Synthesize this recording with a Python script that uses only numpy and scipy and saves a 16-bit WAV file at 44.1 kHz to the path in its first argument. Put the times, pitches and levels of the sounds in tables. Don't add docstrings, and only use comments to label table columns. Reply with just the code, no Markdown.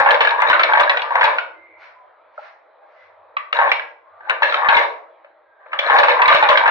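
import sys
import numpy as np
from scipy import signal
from scipy.fft import rfft, irfft
from scipy.io import wavfile
from scipy.ndimage import uniform_filter1d, minimum_filter1d

SR = 44100
rng = np.random.default_rng(int(sys.argv[2]) if len(sys.argv) > 2 else 0)


def ratio_of_db(decibels):
    return 10 ** (np.asarray(decibels, float) / 20)


def dump(signal):
    limited = np.clip(np.atleast_2d(signal).T, -1, 1)
    pcm = np.round(limited * 32767).astype(np.int16)
    wavfile.write(sys.argv[1], SR, pcm)


N = 295470
PORT_LAG = 8

# pitch in Hz, width in Hz, level in dB.
BASE_MODES = [(351, 34, -2.5), (491.3, 76, -3.5), (573, 52.6, 3), (644.5, 70, -1)]
# pitch in Hz, width in Hz, level in dB.
HEAD_MODES = [(1530, 290, -3), (1608, 150, 4), (1724, 81, -2.5), (1756, 40, -11.5)]
# pitch in Hz, width in Hz, level in dB.
PART_MODES = [(2230, 230, 21), (2440, 330, 4.5), (3080, 140, -5), (3060, 1200, -15.5), (3672, 140, 15.5),
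              (3890, 95, 4.5), (4760, 490, -1), (4780, 1200, -21), (6490, 620, -25.5)]


def evened(x):
    return x / np.sqrt(np.mean(x ** 2) + 1e-20)


def read(points, hz):
    f, value = np.transpose(points)
    return np.interp(np.log(hz + 1), np.log(f + 1), value)


def add(mix, s, sound):
    part = mix[..., round(s * SR):][..., :sound.shape[-1]]
    part += sound[..., :part.shape[-1]]


def resonate(x, hz, width):
    turn = np.exp(2j * np.pi * np.cumsum(hz * np.ones(len(x))) / SR)
    r = np.exp(-np.pi * width / SR)
    return 2 * (turn * signal.lfilter([1 - r], [1, -r], x / turn + 1e-18)).real


def coloured(x, points):
    hz = np.fft.rfftfreq(x.shape[-1], 1 / SR)
    return irfft(rfft(x) * ratio_of_db(read(points, hz)), x.shape[-1])


def ports(x, lag, pan_db):
    left = np.r_[np.zeros(lag), x[:len(x) - lag]]
    return np.array([left, x]) * ratio_of_db(np.array([[.5], [-.5]]) * pan_db)


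def blow_ports(x):
    lag_samples, pan_db = PORT_LAG + round(2 * rng.standard_normal()), 1 + 2 * rng.standard_normal()
    return ports(x, max(lag_samples, 0), pan_db)


def drone():
    # middle in seconds, level in dB, half length in seconds.
    swells = [
        (1.607, -81, 0.3),
        (3.148, -77, 0.12),
        (4.196, -79, 0.094),
    ]
    t, hz = np.arange(N) / SR, 92
    note = evened(resonate(resonate(rng.standard_normal(N), hz, 14), hz, 18))
    swell = sum(ratio_of_db(db) * np.exp(-((t - s) / half) ** 2) for s, db, half in swells)
    return note * (ratio_of_db(-93.0) + swell)


def street():
    # pitch in Hz, level in dB per Hz.
    street_spectrum = [(24, -68.5), (40, -36.5), (167, -72), (278, -28.5), (417, -16.5), (640, 0),
                       (724, -10.5), (785, -6.5), (1070, -9), (2300, -21), (2700, -33), (4000, -35),
                       (5230, -59), (6800, -85), (11500, -120)]
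    # time in seconds, level in dB.
    street_level = [
        (1.6, -49.5),
        (2.299, -48.5),
        (2.599, -49.5),
        (3.3, -47.5),
        (4., -52.5),
        (4.3, -40.5),
        (5.199, -48),
        (5.501, -54),
        (5.7, -47),
    ]
    a, b, c, d, patches = rng.standard_normal((N // 128 + 5, 257, 5)).T
    patches = evened(uniform_filter1d(uniform_filter1d(patches, 3, 0), 30, 1))
    left = a + 1j * b
    right = .7 * left + .7 * (c + 1j * d)
    z = np.array([left, right]) * ratio_of_db(2.5 * patches)
    wash = coloured(signal.istft(z, nperseg=512, noverlap=384)[1][:, :N], street_spectrum)
    level_db = np.interp(np.arange(N) / SR, *np.transpose(street_level)) - 3.0
    return ratio_of_db(level_db) * evened(wash)


def brushing():
    # pitch in Hz, level in dB per Hz.
    brush_spectrum = [(300, -28), (700, -2), (1500, 2.5), (2200, -0.5), (3200, -15.5), (4500, -15),
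                      (6000, -21), (7800, -28), (9000, -47)]
    # peak in seconds, level in dB, rise in seconds, fall in seconds.
    strokes = [
        (1.814, -47, 0.023, 0.07),
        (2.45, -47.5, 0.074, 0.036),
        (3.02, -58, 0.12, 0.05),
    ]
    t = np.arange(N) / SR
    bristles = evened(coloured(rng.standard_normal(N), brush_spectrum))
    return bristles * sum(ratio_of_db(db) * np.exp(-((t - s) / np.where(t < s, rise, fall)) ** 2)
                          for s, db, rise, fall in strokes)


def wavering_tone(length, hz0, hz1, db, width):
    size = round(length * SR)
    glide = np.linspace(hz0, hz1, size)
    tone = resonate(resonate(rng.standard_normal(size), glide, width), glide, 3 * width)
    return ratio_of_db(db) * evened(tone) * np.hanning(size) ** .6


def squeaks_and_plate():
    # start in seconds, length in seconds, pitch at start in Hz, pitch at end in Hz, level in dB.
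    squeaks = [(1.479, 0.37, 2070, 2150, -55), (1.596, 0.28, 2260, 2300, -61),
               (2.928, 0.15, 1990, 2070, -59.5), (1.875, 0.22, 1013, 984, -56.5),
               (1.998, 0.078, 770, 716, -56), (2.798, 0.043, 810, 774, -52.5),
               (4.09, 0.14, 1203, 1184, -53), (3.984, 0.14, 1030, 1066, -57),
               (4.214, 0.064, 1480, 1585, -45), (5.391, 0.39, 1640, 1530, -62.5),
               (5.591, 0.059, 1760, 1880, -60.5)]
    # start in seconds, length in seconds, level in dB.
    after_rings = [
        (1.282, 0.5, -51.5),
        (2.318, 1, -80.5),
        (4.887, 0.67, -65),
    ]
    plate_hz, plate_width_hz = 327, 33
    out = np.zeros(N)
    for s, length, hz0, hz1, db in squeaks:
        add(out, s, wavering_tone(length, hz0, hz1, db, width=0.035 * hz1))
    for s, length, db in after_rings:
        add(out, s, wavering_tone(length, plate_hz, plate_hz, db, plate_width_hz))
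    return out


def lone_rings(x):
    hz, _, z = signal.stft(x, SR, nperseg=1024, noverlap=768)
    strong = abs(z) > 1.7 * uniform_filter1d(abs(z), size=25, axis=0)
    keep = strong | (hz[:, None] < 5600)
    return signal.istft(z * keep, SR, nperseg=1024, noverlap=768)[1][:len(x)]


def walls(x):
    # pitch in Hz, decay by 60 dB in seconds.
    wall_decay = [(300, 0.68), (800, 0.5), (2000, 0.39), (4000, 0.31), (7000, 0.47), (10000, 0.12)]
    taps = np.zeros((6, 30000))
    at = np.arange(300, 29980, 20) + rng.integers(0, 20, (6, 1484))
    np.put_along_axis(taps, at, rng.choice([-1., 1.], at.shape), 1)
    hz, t, z = signal.stft(taps, SR, nperseg=256)
    tail = signal.istft(z * ratio_of_db(-60 * t / read(wall_decay, hz)[:, None]), SR, nperseg=256)[1]
    turn = np.sqrt(2 / 3) * np.cos(np.pi * (7.3 * np.arange(N) / SR + np.arange(3)[:, None] / 3))
    wet = signal.oaconvolve(np.repeat(x * turn, 2, axis=0), tail / np.linalg.norm(tail[0]), axes=1)
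    return wet[:, :N].reshape(3, 2, N).sum(0)


def small_hits():
    # start in seconds, peak in dB, ring in Hz.
    teeth = [(0.317, -12, 924), (0.346, -12.5, 1040), (0.358, -13.5, 927), (0.39, -7.5, 979),
             (0.451, -7, 926), (0.507, -7, 1082), (0.755, -9, 933), (0.806, -10.5, 1056),
             (0.994, -18.5, 928), (1.106, -11, 952), (1.119, -10, 1090), (1.196, -9.5, 879),
             (3.559, -13.5, 943), (3.636, -10.5, 848), (3.666, -9.5, 820), (4.272, -24.5, 854),
             (4.622, -17, 965), (4.696, -3.5, 934), (4.843, -14, 920), (5.837, -18, 1074),
             (5.863, -13.5, 660), (5.912, -9, 952), (5.949, -1.5, 819), (6.142, -8.5, 1038),
             (6.165, -7, 1020), (6.231, -6, 1150), (6.289, -8, 1106), (6.607, -7, 949), (6.634, -4.5, 951)]
    # start in seconds, peak in dB, ring in Hz.
    taps = [(0.1154, -26.5, 2433), (0.2099, -18.5, 2910), (0.5008, -10, 2350), (0.7524, -15.5, 2150),
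            (0.8659, -19.5, 2230), (0.9941, -18, 2306), (1.1847, -16, 2226), (1.2191, -11, 2180),
            (1.2544, -17, 2280), (3.676, -15, 2230), (4.3624, -25, 2420), (4.6683, -12.5, 2004),
            (4.7456, -3.5, 2235), (4.7676, 0.5, 2135), (5.7189, -27.5, 2260), (6.1055, -17, 2000),
            (6.2562, -5, 2270), (6.2831, -1, 2097), (6.3734, -18, 2230), (6.4617, -13, 2270),
            (6.5564, -6, 2097)]
    # start in seconds, peak in dB, ring in Hz.
    pings = [(0.2914, -19.5, 3720), (0.4713, -24, 3720), (0.486, -22, 3800), (0.5302, -22, 3976),
             (0.5424, -24, 3770), (0.8337, -23.5, 3840), (0.9941, -25.5, 3380), (1.255, -24, 3890),
             (3.5676, -22.5, 3790), (3.6945, -25.5, 3340), (3.796, -37, 3320), (4.4967, -26, 3890),
             (4.571, -24.5, 3670), (4.7526, -19, 3730), (5.7892, -11, 3320), (5.8638, -23, 4030),
             (5.9454, -33, 3460), (6.1174, -21, 3790), (6.2577, -20.5, 3860), (6.2911, -23, 3800),
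             (6.3266, -19.5, 3850), (6.4367, -21.5, 3720), (6.5024, -27, 3550)]
    # start in seconds, peak in dB, ring in Hz.
    snaps = [(0.2124, -8.5, 1680), (0.5521, -12.5, 1300), (0.7233, -9, 1528), (0.8764, -8.5, 1650),
             (0.9448, -15, 1493), (5.8625, -21, 1693), (5.9882, -8, 1697), (6.3279, -5.5, 1520),
             (6.3474, -8, 1430), (6.5554, -11, 1655), (2.381, -28.5, 630), (2.378, -26.5, 1335),
             (2.39, -31, 826), (4.206, -34.5, 1600)]
    out, t = np.zeros((2, N)), np.arange(3000) / SR
    for rows, t60, gain_db in ((teeth, .045, -5.5), (taps, .025, -3.5), (pings, .018, 1), (snaps, .03, 0)):
        for (s, db, hz), luck in zip(rows, rng.standard_normal((len(rows), 3))):
            second_hz = hz * (1 + 0.087 * luck[0])
            pair = np.sin(2 * np.pi * hz * t) + 0.39 * np.sin(2 * np.pi * second_hz * t)
            ring = pair * (1 - np.exp(-t * hz / 3.1)) * ratio_of_db(-60 * t / t60)
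            ring *= ratio_of_db(db + gain_db) / abs(ring).max()
            add(out, s, ports(ring, max(PORT_LAG + round(luck[1]), 0), 1 + 2 * luck[2]))
    return out


def impacts(size, per_s, spread_db):
    hit = rng.random(size) < per_s / SR
    return hit * rng.choice([-1, 1], size) * ratio_of_db(spread_db * np.minimum(rng.exponential(1, size), 3))


def rung(drive, modes, pitch=1):
    return evened(sum(ratio_of_db(db) * resonate(resonate(drive, f * pitch, w), f * pitch, 7 * w) / np.sqrt(w)
                      for f, w, db in modes))


def chatter(rows):
    # factor on the arm's pitch, width in Hz, level in dB.
    arm_modes = [(0.904, 69.8, 5), (1, 53.7, 8.5), (1.135, 61.4, 7.5), (1.268, 80.7, -18.5)]
    # pitch in Hz, width in Hz, level in dB.
    jingle_modes = [(10400, 700, 4), (11900, 900, 9), (13100, 1200, 1)]
    s, *columns = np.transpose(rows)
    t = np.arange(s[0], s[-1], 1 / SR)
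    load_db, arm_hz, slack_db = (np.interp(t, s, c) for c in columns)
    arm_db = -2.5 + load_db
    base_db = -5.5 + slack_db + 0.53 * (load_db - slack_db)
    head_db = -1.5 + slack_db + 0.72 * (load_db - slack_db)
    parts_db = -1.5 + slack_db - 2.5

    shared = impacts(len(t), per_s=350, spread_db=3.0)

    def greased(contact_samples):
        own = shared + 1.14 * impacts(len(t), per_s=900, spread_db=3)
        return signal.lfilter(np.hanning(contact_samples), 1, own)

    rattle = .5 * shared + impacts(len(t), per_s=400, spread_db=5)
    scuff = impacts(len(t), per_s=3000, spread_db=3)
    parts = rung(rattle, PART_MODES[:6]) + ratio_of_db(-27) * lone_rings(rung(scuff, PART_MODES[6:]))
    jingle = lone_rings(rung(scuff, jingle_modes))
    frame = ports(ratio_of_db(arm_db) * rung(greased(20), arm_modes, arm_hz), lag=7, pan_db=0.94)
    frame += ports(ratio_of_db(base_db) * rung(greased(24), BASE_MODES), lag=8, pan_db=-7.0)
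    frame += ports(ratio_of_db(head_db) * rung(greased(14), HEAD_MODES), lag=8, pan_db=9.3)
    frame += ports(ratio_of_db(parts_db) * parts, lag=6, pan_db=0.3)
    frame += ports(ratio_of_db(1.31 * parts_db + 13) * jingle, lag=6, pan_db=3)
    return s[0], frame * np.minimum((s[-1] - t) / 0.006, 1)


def cranking():
    # time in seconds, load in dB, arm pitch in Hz, slack in dB.
    first_pulls = [
        [(0.0, -4.5, 930, -12.5), (0.032, -13, 936, -38.5), (0.082, -16, 893, -34), (0.114, -16, 1065, -20),
         (0.186, -27, 991, -40), (0.214, -13.5, 972, -17.5), (0.236, -27, 937, -32), (0.268, -32, 994, -26),
         (0.34, -20.5, 907, -44)],
        [(0.35, -26.5, 1004, -39.5), (0.428, -15, 970, -31), (0.448, -17, 968, -34.5),
         (0.498, -17.5, 979, -18.5), (0.588, -18, 1081, -38.5), (0.598, -20.5, 1040, -17.5),
         (0.624, -25, 1077, -36.5), (0.636, -21, 1068, -19.5), (0.68, -24, 1103, -37.5)],
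        [(0.69, -14.5, 970, -29.5), (0.736, -16, 968, -30.5), (0.784, -14.5, 959, -26.5),
         (0.804, -12.5, 1002, -20), (0.876, -29.5, 956, -46.5), (0.896, -18, 978, -22),
         (0.926, -21, 943, -37.5), (1.014, -34, 953, -33), (1.04, -22.5, 974, -54)],
        [(1.05, -27, 1040, -52), (1.14, -23, 977, -35.5), (1.156, -12, 955, -36.5), (1.17, -17, 966, -36),
         (1.256, -19.5, 955, -21), (1.286, -14.5, 1013, -33.5), (1.368, -32.5, 1059, -35),
         (1.39, -33, 1130, -31.5), (1.4, -36, 1132, -30)],
    ]
    # time in seconds, load in dB, arm pitch in Hz, slack in dB.
    short_pull = [
        (3.525, -41, 1194, -26),
        (3.573, -17.5, 954, -28.5),
        (3.595, -14.5, 963, -35),
        (3.707, -18.5, 894, -34),
        (3.73, -30.5, 990, -29.5),
        (3.82, -49.5, 992, -56.5),
    ]
    # time in seconds, load in dB, arm pitch in Hz, slack in dB.
    uneven_pull = [
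        (4.2, -60.5, 1064, -75.5),
        (4.286, -33, 960, -47.5),
        (4.294, -21.5, 1080, -32),
        (4.4, -36.5, 1003, -52),
        (4.425, -20, 954, -27.5),
        (4.534, -28, 943, -24),
        (4.627, -15, 967, -45),
        (4.783, -17.5, 946, -19.5),
        (4.86, -29, 1000, -34.5),
    ]
    # time in seconds, load in dB, arm pitch in Hz, slack in dB.
    last_pulls = [
        [(5.6, -52.5, 993, -82), (5.712, -46, 1033, -53.5), (5.734, -25, 1030, -37), (5.75, -28, 1003, -45),
         (5.782, -31, 963, -53.5), (5.792, -28.5, 974, -20.5), (5.816, -32, 1054, -32.5),
         (5.856, -21.5, 1067, -25.5), (5.89, -15, 1098, -26)],
        [(5.895, -13, 950, -35), (5.899, -12, 928, -30.5), (5.983, -10.5, 944, -17.5), (5.995, -9, 952, -17),
         (6.025, -22.5, 990, -39), (6.035, -12, 1009, -17), (6.069, -28.5, 945, -35.5),
         (6.087, -19.5, 886, -17.5), (6.16, -35, 981, -31.5)],
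        [(6.165, -24, 990, -35.5), (6.195, -15.5, 972, -39), (6.223, -13.5, 942, -34.5),
         (6.235, -18, 1000, -39.5), (6.281, -13, 1037, -18.5), (6.309, -8.5, 1046, -27),
         (6.351, -17.5, 1113, -18.5), (6.391, -30.5, 1055, -22.5), (6.42, -12.5, 1061, -22.5)],
        [(6.425, -13, 956, -31), (6.479, -21.5, 998, -38), (6.487, -10.5, 1091, -17), (6.551, -21, 970, -30.5),
         (6.559, -19.5, 990, -21), (6.613, -24.5, 980, -32), (6.655, -12.5, 956, -48),
         (6.679, -11.5, 960, -26.5), (6.7, -16, 986, -29.5)],
    ]
    frame = np.zeros((2, N))
    for rows in (sum(first_pulls, []), short_pull, uneven_pull, sum(last_pulls, [])):
        add(frame, *chatter(rows))
    return frame


def knock(db, hz, treble_db, t60, rise_s):
    # pitch in Hz, level in dB per Hz.
    crack_spectrum = [(200, -31.5), (600, -11), (1200, -5.5), (2300, 7), (3050, 5), (3900, 1.5), (5200, -9),
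                      (7000, -25.5), (9000, -34.5), (14000, -29.5)]
    t = np.arange(4096) / SR
    crack = coloured(rng.standard_normal(4096), crack_spectrum)
    crack = coloured(crack, [(1500, 0.015), (4000, treble_db + 5.0)])
    bounces = np.exp(-(t / (0.21 * t60)) ** 2) + .16 * ratio_of_db(-60 * t / (4 * t60))
    sound = 0.6 * evened(crack) * bounces
    sound += .9 * np.sin(2 * np.pi * hz * t) * ratio_of_db(-60 * np.maximum(t - .004, 0) / t60)
    for f, width, mode_db in [*BASE_MODES, *HEAD_MODES, *PART_MODES[:6]]:
        near_db = -9 * abs(np.log2(f / hz)) + 3 * rng.standard_normal()
        detuned_hz = f + 0.54 * width * rng.standard_normal()
        decay_db = -60 * t * np.sqrt(f / 1100) / t60
        sound += 0.12 * ratio_of_db(near_db + 0.61 * mode_db + decay_db) * np.sin(2 * np.pi * detuned_hz * t)
    sound *= 1 - np.exp(-(t / rise_s) ** 1.5)
    return ratio_of_db(db - 3.5) * sound / abs(sound).max()


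def knocks():
    # start in seconds, peak in dB, main ring in Hz, treble share in dB.
    first_run = [(0.06, 1.5, 860, -40.5), (0.088, -5, 1726, -24.5), (0.107, -7.5, 1655, -15.5),
                 (0.144, -11, 541, -12), (0.206, -0.5, 926, -16), (0.249, -7, 1790, -25.5),
                 (0.272, -4, 1654, -28), (0.306, -17, 932, -11.5), (0.382, -20.5, 1140, -50.5),
                 (0.401, -15, 933, -35), (0.42, -3, 927, -31.5), (0.498, -5.5, 1067, -17),
                 (0.529, 2, 1497, -35.5), (0.594, -2, 1307, -20), (0.633, -6, 2270, -6.5),
                 (0.734, -5, 873, -34), (0.772, -6.5, 893, -38.5), (0.796, -4.5, 919, -19.5),
                 (0.833, -17, 954, -14), (0.895, -2.5, 1920, -12.5), (0.971, -9.5, 1473, -24),
                 (1.019, -18, 966, -4), (1.106, -28, 926, -23.5), (1.154, -7.5, 896, -31.5),
                 (1.21, -4.5, 961, -23.5), (1.23, -6, 1663, -29), (1.24, 1, 907, -18.5),
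                 (1.384, -10, 1460, -22)]
    # start in seconds, peak in dB, main ring in Hz, treble share in dB.
    single_stitches = [(3.367, -12, 1155, -30), (3.527, -10, 1280, -15.5), (3.588, -11, 920, -37.5),
                       (3.614, -12.5, 823, -40.5), (3.716, -6.5, 2280, -14), (3.795, -19, 1647, -28),
                       (4.296, -8, 1526, -22.5), (4.305, -11, 1450, -29), (4.421, -9, 900, -30),
                       (4.43, 0, 1710, -20), (4.523, -11.5, 1400, -28), (4.542, -10.5, 1316, -13),
                       (4.646, -20, 1120, -32), (4.686, 1, 1645, -24), (4.723, -2.5, 930, -48),
                       (4.766, -2, 936, -14), (4.812, -17, 1100, -33)]
    # start in seconds, peak in dB, main ring in Hz, treble share in dB.
    last_run = [(5.731, -16, 1290, -30), (5.791, -9.5, 2314, -5), (5.898, -7.5, 910, -28.5),
                (5.985, -9.5, 1684, 1), (5.998, -7, 1092, -22), (6.032, -4.5, 1603, -22.5),
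                (6.083, 2.5, 896, -28), (6.19, -14.5, 978, -37.5), (6.217, -2, 967, -22.5),
                (6.279, 2.5, 1060, -17), (6.312, -1, 1124, -25.5), (6.345, 0.5, 1436, -15.5),
                (6.425, 2.5, 868, -27.5), (6.488, 1.5, 1080, -11.5), (6.513, -12.5, 565, -26),
                (6.573, -6.5, 1553, -12), (6.657, -1, 947, -35), (6.677, -6, 825, -28)]
    # start in seconds, peak in dB, main ring in Hz, treble share in dB.
    handling = [
        (4.204, -37.5, 876, -59),
        (5.244, -37.5, 582, -37.5),
        (5.659, -39.5, 614, -51.5),
    ]
    out, blows = np.zeros((2, N)), [*first_run, *single_stitches, *last_run, *handling]
    for s, db, hz, treble_db in blows:
        t60 = 0.03 * np.exp(-0.0066 * (db + 3.5))
        rise_s = .0004 * ratio_of_db(max(-22 - db, 0))
        add(out, s, blow_ports(knock(db + 7, hz, treble_db, t60, rise_s)))
    return out, np.array(blows)[:, 0]


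def gear_play(starts):
    backlash_db, backlash_s = -8, .007
    settle_db, settle_s = -6.5, .016
    before = starts[:, None] - np.arange(0, N, 32) / SR
    free = ((before > 0) * np.exp(-(before / backlash_s) ** 2)).max(0)
    calm = 1 - ((before <= 0) * np.exp(-abs(before) / settle_s)).max(0)
    shake_db = backlash_db * free + settle_db * (calm - .5)
    return ratio_of_db(uniform_filter1d(np.repeat(shake_db, 32)[:N], size=64))


def microphone(x):
    # pitch in Hz, level in dB.
    mic_response = [(60, -53), (250, -25), (380, -12.5), (480, 1.5), (4100, 2.5), (4800, -4), (6000, -3),
                    (7800, -24.5), (9000, -47.5), (10500, -40.5), (14000, -38), (16000, -54.5)]
    log_gain = np.log(ratio_of_db(read(mic_response, abs(np.fft.fftfreq(8192, 1 / SR)))))
    taps = np.fft.ifft(np.exp(np.conj(signal.hilbert(log_gain)))).real[:3000]
    return signal.oaconvolve(x, taps[None])[:, :N]


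def scene():
    far = brushing() + squeaks_and_plate()
    blows, starts = knocks()
    blows += small_hits()
    frame = cranking() * gear_play(starts)
    echo = walls(ratio_of_db(-6.0) * frame[1] + ratio_of_db(-9) * blows[1] + far)
    echo = np.array([lone_rings(side) for side in echo])
    echo += coloured(echo[::-1], [(450, -6), (1000, -26.5)])
    return microphone(frame + blows + echo + 0.6 * far) + street() + drone()


def overloads(held):
    # start in seconds, tick peak in dB, low push in dB.
    overload_cuts = [(0.001, -37.5, -44), (0.089, -60, -68), (0.11, -40, -64), (0.1153, -40.5, -52.5),
                     (0.206, -59.5, -55.5), (0.406, -50.5, -77.5), (0.419, -38.5, -58),
                     (0.4254, -62.5, -81), (0.4986, -37, -44), (0.595, -58.5, -49), (0.7969, -49.5, -57.5),
                     (0.8068, -39, -56), (0.81, -39.5, -46), (1.156, -42, -53), (1.2411, -38, -45),
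                     (3.7025, -58, -84), (3.7189, -41.5, -55.5), (4.2977, -38, -53), (4.6869, -43.5, -41),
                     (4.7619, -44.5, -44.5), (5.7907, -52.5, -56), (5.9548, -44.5, -73.5),
                     (5.9946, -43, -52), (6.0372, -47.5, -52), (6.22, -40, -49), (6.2789, -43.5, -47),
                     (6.343, -40.5, -41.5), (6.428, -44.5, -49.5), (6.492, -45, -45.5),
                     (6.5747, -56, -49.5), (6.675, -45.5, -61.5), (0.634, -50.5, -66.5), (4.6656, -63, -68),
                     (5.946, -56.5, -74), (6.2692, -55.5, -58), (6.437, -49, -54), (6.503, -57, -59)]
    # pitch in Hz, level in dB.
    converter_response = [(25, 1), (150, 3.5), (5000, 14), (11000, 0.5), (14500, -1.5), (16000, -8.5),
                          (20000, -19.5)]
    t, cuts = np.arange(260) / SR, np.zeros_like(held)
    pan_db = 3.5 * np.array([[.5], [-.5]])
    for s, tick_db, push_db in overload_cuts:
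        swings = rng.standard_normal((2, len(t)))
        nicks = swings * (abs(swings) > 1.3) * np.exp(-t / .0016)
        shares = np.where(rng.standard_normal() > -.3, [[1.3], [.2]], [[.2], [1.3]])
        push = rng.choice([-1, 1]) * shares * np.hanning(len(t)) ** 4
        add(cuts, s, ratio_of_db(tick_db + 8.5 + pan_db) * nicks / abs(nicks).max() + ratio_of_db(push_db + 12) * push)
    cuts += ratio_of_db(-30) * coloured(held ** 4 * [[1], [-.5]], [(10, -40), (60, 0), (200, 2), (400, -30)])
    return coloured(cuts, converter_response)


def low_pass(x):
    return signal.sosfilt(signal.butter(12, 16000, fs=SR, output="sos"), x)


def record(dry):
    peak = -minimum_filter1d(-abs(dry).max(0), 120)
    held = dry / uniform_filter1d(np.maximum(peak / .97, 1), 100)
    return low_pass(np.clip(held + overloads(held), -.995, .995))


dry = scene()
out = record(dry)
dump(out)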